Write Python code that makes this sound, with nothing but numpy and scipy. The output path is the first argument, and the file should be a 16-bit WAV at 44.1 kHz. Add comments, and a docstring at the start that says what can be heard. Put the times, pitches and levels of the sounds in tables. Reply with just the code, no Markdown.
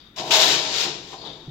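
"""Small workshop: a screen-printing frame and a sheet are shifted on a printing table.
After a faint brush of the sheet, a rough edge catches, scrapes hard and is pushed once more;
its stick-slip sets the frame and table top ringing. The sheet then slides softly into place
among light knocks and a dull thump. Room air and faint mains hum lie underneath."""
import sys
import numpy as np
from scipy import signal
from scipy.fft import rfft, irfft
from scipy.io import wavfile
from scipy.ndimage import uniform_filter1d, minimum_filter1d

SR = 44100
rng = np.random.default_rng(int(sys.argv[2]) if len(sys.argv) > 2 else 0)


def log_audio(samples):
    """Write samples as a 16-bit WAV file to the path given in sys.argv[1]."""
    # one column per channel
    frames = np.atleast_2d(samples).T
    # limit to full scale, then quantise
    limited = np.clip(frames, -1, 1)
    pcm = np.round(limited * 32767).astype(np.int16)
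    wavfile.write(sys.argv[1], SR, pcm)


N = 66150
TIME_S = np.arange(N) / SR
FFT_SIZE = 2 ** 17
FREQS_HZ = np.maximum(np.arange(FFT_SIZE // 2 + 1) * SR / FFT_SIZE, 1)


def from_db(db):
    """Decibels to gain."""
    return 10 ** (np.asarray(db) / 20)


def unit_rms(x):
    """Scale to rms 1."""
    return x / np.sqrt(np.mean(x ** 2) + 1e-20)


def envelope(rows):
    """Gain over time from rows of time_s, level_db."""
    return from_db(np.interp(TIME_S, *np.transpose(rows)))


def pulse(start_s, decay_s):
    """Instant onset, exponential decay."""
    return (TIME_S >= start_s) * np.exp(-np.abs(TIME_S - start_s) / decay_s)


def per_bin(rows):
    """Interpolate rows of freq_hz, value on a log-frequency axis."""
    freq_hz, value = np.transpose(rows)
    return np.interp(np.log(FREQS_HZ), np.log(freq_hz), value)


def colour(x, gain):
    """Minimum-phase filter with the given gain per bin."""
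    cepstrum = irfft(np.log(gain + 1e-9))
    cepstrum[1:FFT_SIZE // 2] *= 2
    cepstrum[FFT_SIZE // 2 + 1:] = 0
    return irfft(rfft(x, FFT_SIZE) * np.exp(rfft(cepstrum)))[..., :N]


def shaped(x, spectrum):
    """Apply a spectrum, normalised so white noise keeps its power."""
    return colour(x, unit_rms(from_db(per_bin(spectrum))))


def drift(rate_hz):
    """Low-passed random wander, rms 1."""
    pole = np.exp(-2 * np.pi * rate_hz / SR)
    wander = signal.lfilter([1], [1, -2 * pole, pole * pole], rng.standard_normal(2 * N))
    return unit_rms(wander[N:])


def ring(force, modes):
    """Driven decaying modes, summed with alternating sign."""
    out = 0
    for k, (pitch_hz, gain_db, t60_s) in enumerate(modes):
        radius, angle = from_db(-60 / (t60_s * SR)), 2 * np.pi * pitch_hz / SR
        feedback = [1, -2 * radius * np.cos(angle), radius * radius]
        mode = signal.lfilter([0, np.sin(angle)], feedback, force + 1e-18)
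        out = out + (-1) ** k * from_db(gain_db) * mode
    return out


def friction(snaps_per_s=2500, spread_db=2, hiss_share=0.49):
    """Two independent streams of tiny stick-slip snaps over hiss, rms 1."""
    size_db = spread_db * np.minimum(rng.exponential(1, (2, N)), 2.5)
    sizes = from_db(size_db) * rng.choice([-1, 1], (2, N))
    snaps = unit_rms(sizes * (rng.random((2, N)) < snaps_per_s / SR))
    return np.sqrt(1 - hiss_share) * snaps + np.sqrt(hiss_share) * rng.standard_normal((2, N))


# room air: freq_hz, gain_db
AIR_SPECTRUM = [(20, -4), (50, 4), (80, 1), (170, 2), (300, 0), (600, -12), (1200, -12.5), (2500, -16),
                (6000, -33), (9000, -39.5), (16000, -32)]


def room_air(level_db=-55):
    """Still air: steady, bass-heavy noise."""
    return from_db(level_db) * shaped(rng.standard_normal((2, N)), AIR_SPECTRUM)


def mains_hum(pitch_hz=50, level_db=-67):
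    """Faint sine at mains frequency."""
    return from_db(level_db) * np.sqrt(2) * np.sin(2 * np.pi * pitch_hz * TIME_S)


# sliding sheet: time_s, level_db
SWISH_LEVEL = [(0, -53), (.15, -61.5), (.9, -72), (1.13, -55), (1.205, -57), (1.216, -45), (1.243, -48),
               (1.255, -40), (1.27, -40.5), (1.31, -44), (1.37, -51), (1.45, -54.5), (1.5, -54.5)]
# sliding sheet: freq_hz, gain_db
SWISH_SPECTRUM = [(300, -27), (1200, -5), (2000, -10.5), (2800, -10), (3370, 4.5), (3580, 7.5), (3760, 11),
                  (4100, -16.5), (4650, -20), (5300, -11), (7000, -19), (9000, -47), (16000, -46)]
# higher rub: time_s, level_db
RUB_ENVELOPE = [(0, -55), (.15, -86), (1.165, -74), (1.178, -46.5), (1.26, -47), (1.34, -58.5), (1.5, -64)]
# higher rub: freq_hz, gain_db
RUB_SPECTRUM = [(2500, -62), (4100, -5), (4480, 5.5), (4680, -1), (4850, 7), (5100, -16), (9000, -43)]


def sheet(flutter_db=1.2):
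    """The sheet brushes faintly at first; later a high rub leads into a thin, fluttering swish."""
    flutter = from_db(flutter_db * drift(rate_hz=70))
    swish = shaped(friction() * envelope(SWISH_LEVEL) * flutter, SWISH_SPECTRUM)
    rub = shaped(friction() * envelope(RUB_ENVELOPE) * flutter, RUB_SPECTRUM)
    return swish + rub


# grip of the edge: time_s, level_db
RASP_LEVEL = [(.159, -92), (.162, -39.5), (.177, -39), (.186, -31), (.205, -34), (.245, -41), (.28, -36),
              (.305, -35), (.307, -22.5), (.345, -16.5), (.388, -20.5), (.425, -16.5), (.47, -21),
              (.53, -20.5), (.57, -25.5), (.62, -31.5), (.655, -29), (.695, -31.5), (.77, -25),
              (.838, -24.5), (.852, -28.5), (.92, -38.5), (1.02, -51), (1.12, -44), (1.18, -52), (1.5, -65)]
# friction rasp: freq_hz, gain_db
RASP_SPECTRUM = [(60, -70), (140, -38), (400, -8.5), (1000, -14.5), (1500, -11.5), (2000, -11),
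                 (2800, -6.5), (3400, -4.5), (3850, -0.5), (4020, -4), (5000, -5.5), (6100, -9.5),
                 (7200, -11.5), (7900, -22.5), (9500, -39), (16000, -54)]
# treble sizzle: time_s, level_db
SIZZLE_ENVELOPE = [(.159, -98), (.163, -59), (.195, -58.5), (.245, -62), (.275, -54.5), (.305, -56),
                   (.308, -40.5), (.345, -38), (.435, -36.5), (.53, -43), (.6, -55), (.66, -58), (.69, -63),
                   (.77, -48), (.835, -46.5), (.87, -57), (.98, -82), (1.12, -68), (1.2, -97), (1.255, -73),
                   (1.32, -88)]
# treble sizzle: freq_hz, gain_db
SIZZLE_SPECTRUM = [(4000, -37), (8000, -1.5), (9500, -11), (11300, 3), (13000, 2), (16000, 0)]


def scrape(judder_db=0.94):
    """The edge judders over the surface in a spray of snaps: a rasp with fine sizzle on top."""
    snaps = friction() * from_db(judder_db * drift(rate_hz=48))
    rasp = shaped(snaps * envelope(RASP_LEVEL), RASP_SPECTRUM)
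    sizzle = shaped(snaps * envelope(SIZZLE_ENVELOPE), SIZZLE_SPECTRUM)
    return rasp + sizzle


# drag on the frame: time_s, level_db
DRAG_LEVEL = [(0, -92), (.16, -68), (.175, -38.5), (.21, -35), (.26, -36.5), (.30, -38), (.335, -24.5),
              (.41, -29), (.46, -31), (.53, -37), (.6, -38), (.69, -36.5), (.8, -51), (.86, -40),
              (.94, -46.5), (1.03, -56), (1.2, -48), (1.27, -47), (1.33, -54), (1.5, -59)]
# frame resonances: pitch_hz, gain_db, t60_s
FRAME_MODES = [(635, -4.5, 0.18), (671, -1, 0.15), (722, -2.5, 0.33), (774, -6.5, 0.24), (805, -2.5, .2),
               (882.8, 0, 0.15), (949, 4, 0.11), (1005, 1, .09), (1077, -0.5, 0.081)]


def frame():
    """Drag keeps the frame's modes ringing."""
    return unit_rms(ring(friction(), FRAME_MODES)) * envelope(DRAG_LEVEL)


# frame groan: time_s, level_db
GROAN_ENVELOPE = [(.16, -91), (.185, -40), (.27, -44), (.3, -34.5), (.33, -40.5), (.37, -32.5), (.42, -30),
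                  (.46, -58), (.59, -41.5), (.71, -45), (.78, -73)]


def groan(pitch_hz=633, waver_hz=3.1, roughness_db=2.9):
    """Stick-slip in step with the frame's lowest mode: a rough, wavering tone."""
    freq_hz = pitch_hz + waver_hz * drift(rate_hz=17)
    tone = np.sqrt(2) * np.sin(2 * np.pi * np.cumsum(freq_hz) / SR)
    roughness = from_db(roughness_db * drift(rate_hz=45))
    return envelope(GROAN_ENVELOPE) * roughness * tone


# table-top vibration: time_s, level_db
TABLE_LEVEL = [(.16, -74), (.2, -38), (.3, -38), (.38, -40), (.44, -34), (.53, -33.5), (.62, -42),
               (.73, -39), (.81, -49.5), (.86, -36.5), (.93, -42), (.99, -43.5), (1.06, -49.5),
               (1.2, -47.5), (1.28, -42), (1.36, -47.5), (1.5, -55)]
# table-top rumble: freq_hz, gain_db
RUMBLE_SPECTRUM = [(40, -32), (95, -31), (125, -3), (155, -17.5), (190, -5), (250, -11), (350, -3.5),
                   (450, -3.5), (560, -9.5), (900, -17.5), (3000, -50.5)]
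# table-top resonances: pitch_hz, gain_db, t60_s
TABLE_MODES = [(131.2, -5.5, .34), (155.1, -4.5, 0.53), (194.6, -9, 0.42), (291, -1, 0.19), (348, -2, 0.66),
               (380, -1, 0.13), (427, -0.5, 0.08), (500, -5, 0.19), (525.4, -7, 0.25)]


def table_top(rumble_db=-3, ring_db=-4):
    """The table top rumbles and rings under the moving frame."""
    rumble = from_db(rumble_db) * shaped(friction(), RUMBLE_SPECTRUM)
    ringing = from_db(ring_db) * unit_rms(ring(friction(), TABLE_MODES))
    return envelope(TABLE_LEVEL) * (rumble + ringing)


# knocks on the frame: start_s, level_db
KNOCK_HITS = [(0.3, -26), (0.836, -34), (0.852, -35.5), (1.130, -33.5), (1.139, -35), (1.240, -40),
              (1.270, -41.5)]
# contact noise: freq_hz, gain_db
KNOCK_SPECTRUM = [(100, -27), (350, 4), (620, -8.5), (780, 12), (870, -2), (1020, 2.5), (1500, -20),
                  (4000, -23), (8000, -44), (16000, -69)]


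def knocks(decay_s=0.0082, ring_db=-11):
    """Short clatters of contact that also ring the frame."""
    force = sum(from_db(level_db) * pulse(start_s, decay_s) for start_s, level_db in KNOCK_HITS)
    contact = shaped(force * rng.standard_normal((2, N)), KNOCK_SPECTRUM)
    ringing = contact.std() * unit_rms(ring(contact, FRAME_MODES))
    return contact + from_db(ring_db) * ringing


# edge catches: start_s, level_db, centre_hz, width_hz
EDGE_CATCHES = [(0.309, -19.5, 3000, 854), (1.25, -34.5, 3700, 500)]


def catches(decay_s=0.017):
    """The edge catches and lets go: a burst of snaps into one broad resonance, a bright chirr."""
    out = 0
    for start_s, level_db, centre_hz, width_hz in EDGE_CATCHES:
        burst = friction() * pulse(start_s, decay_s)
        band_hz = [centre_hz - width_hz / 2, centre_hz + width_hz / 2]
        band = signal.butter(2, band_hz, "band", fs=SR, output="sos")
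        makeup_gain = np.sqrt(SR / 2 / width_hz)
        out = out + from_db(level_db) * makeup_gain * signal.sosfilt(band, burst)
    return out


def thump(start_s=1.472, push_s=0.0054, force_db=-54.5):
    """A soft push and rebound excites the table top's deep modes."""
    age = np.maximum(TIME_S - start_s, 0) / push_s
    force = from_db(force_db) * age * (2 - age) * np.exp(-age)
    return ring(force, TABLE_MODES)


def workshop(x, wet_db, gap_s=0.0029, t60_s=0.69, treble_t60_s=0.12, crossover_hz=6530):
    """Direct sound plus a short diffuse tail whose treble dies sooner."""
    noise = rng.standard_normal((2, N)) * (TIME_S > gap_s)
    low = signal.sosfilt(signal.butter(3, crossover_hz, "low", fs=SR, output="sos"), noise)
    high = signal.sosfilt(signal.butter(3, crossover_hz, "high", fs=SR, output="sos"), noise)
    slow, fast = from_db(-60 * TIME_S / t60_s), from_db(-60 * TIME_S / treble_t60_s)
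    tail = (low * slow + high * fast) / np.sqrt(np.sum(slow ** 2))
    reverb = irfft(rfft(x, FFT_SIZE) * rfft(tail, FFT_SIZE))[:, :N]
    return x + from_db(wet_db) * reverb


# left-right likeness: freq_hz, correlation
STEREO_CORRELATION = [(100, 0.98), (300, 0.93), (650, 0.78), (1100, 0.35), (2000, 0), (4000, 0.32),
                      (16000, 0)]
# left minus right: freq_hz, lead_db
STEREO_BALANCE = [(100, 1.5), (450, 1.5), (740, 2), (1220, 5.5), (2000, 5.5), (2800, 10), (3700, 17),
                  (4600, 15), (5500, 9), (6800, -4.5), (9000, 0.5), (11000, 8), (15000, -2)]


def microphones(pair):
    """Two ports hear the bass alike and the treble apart; the left is brighter."""
    correlation = np.clip(per_bin(STEREO_CORRELATION), -.99, .99)
    mid = colour(pair[0], np.sqrt(1 + correlation))
    side = colour(pair[1], np.sqrt(1 - correlation))
    lead_db = per_bin(STEREO_BALANCE)
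    left, right = from_db(lead_db / 2), from_db(-lead_db / 2)
    norm = np.sqrt((left ** 2 + right ** 2 + 2 * correlation) / 2)
    return np.array([colour(mid + side, left / norm), colour(mid - side, right / norm)])


def scene():
    """Handling noise in the room over air; groan, thump and hum dry and centred."""
    air = room_air()
    surfaces = workshop(scrape() + sheet() + catches(), wet_db=-5)
    bodies = workshop(frame() + table_top() + knocks(), wet_db=-11)
    return microphones(surfaces + bodies + air) + groan() + thump() + mains_hum()


def record(dry):
    """Steep low-pass, then a fast limiter at full scale."""
    cutoff_hz, window_samples = 15800, 65
    x = signal.sosfilt(signal.ellip(12, .1, 80, cutoff_hz, fs=SR, output="sos"), dry)
    gain = 1 / np.maximum(np.abs(x), 1)
    held_gain = minimum_filter1d(gain, size=window_samples)
    return x * uniform_filter1d(held_gain, size=window_samples)


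dry = scene()
out = record(dry)
log_audio(out)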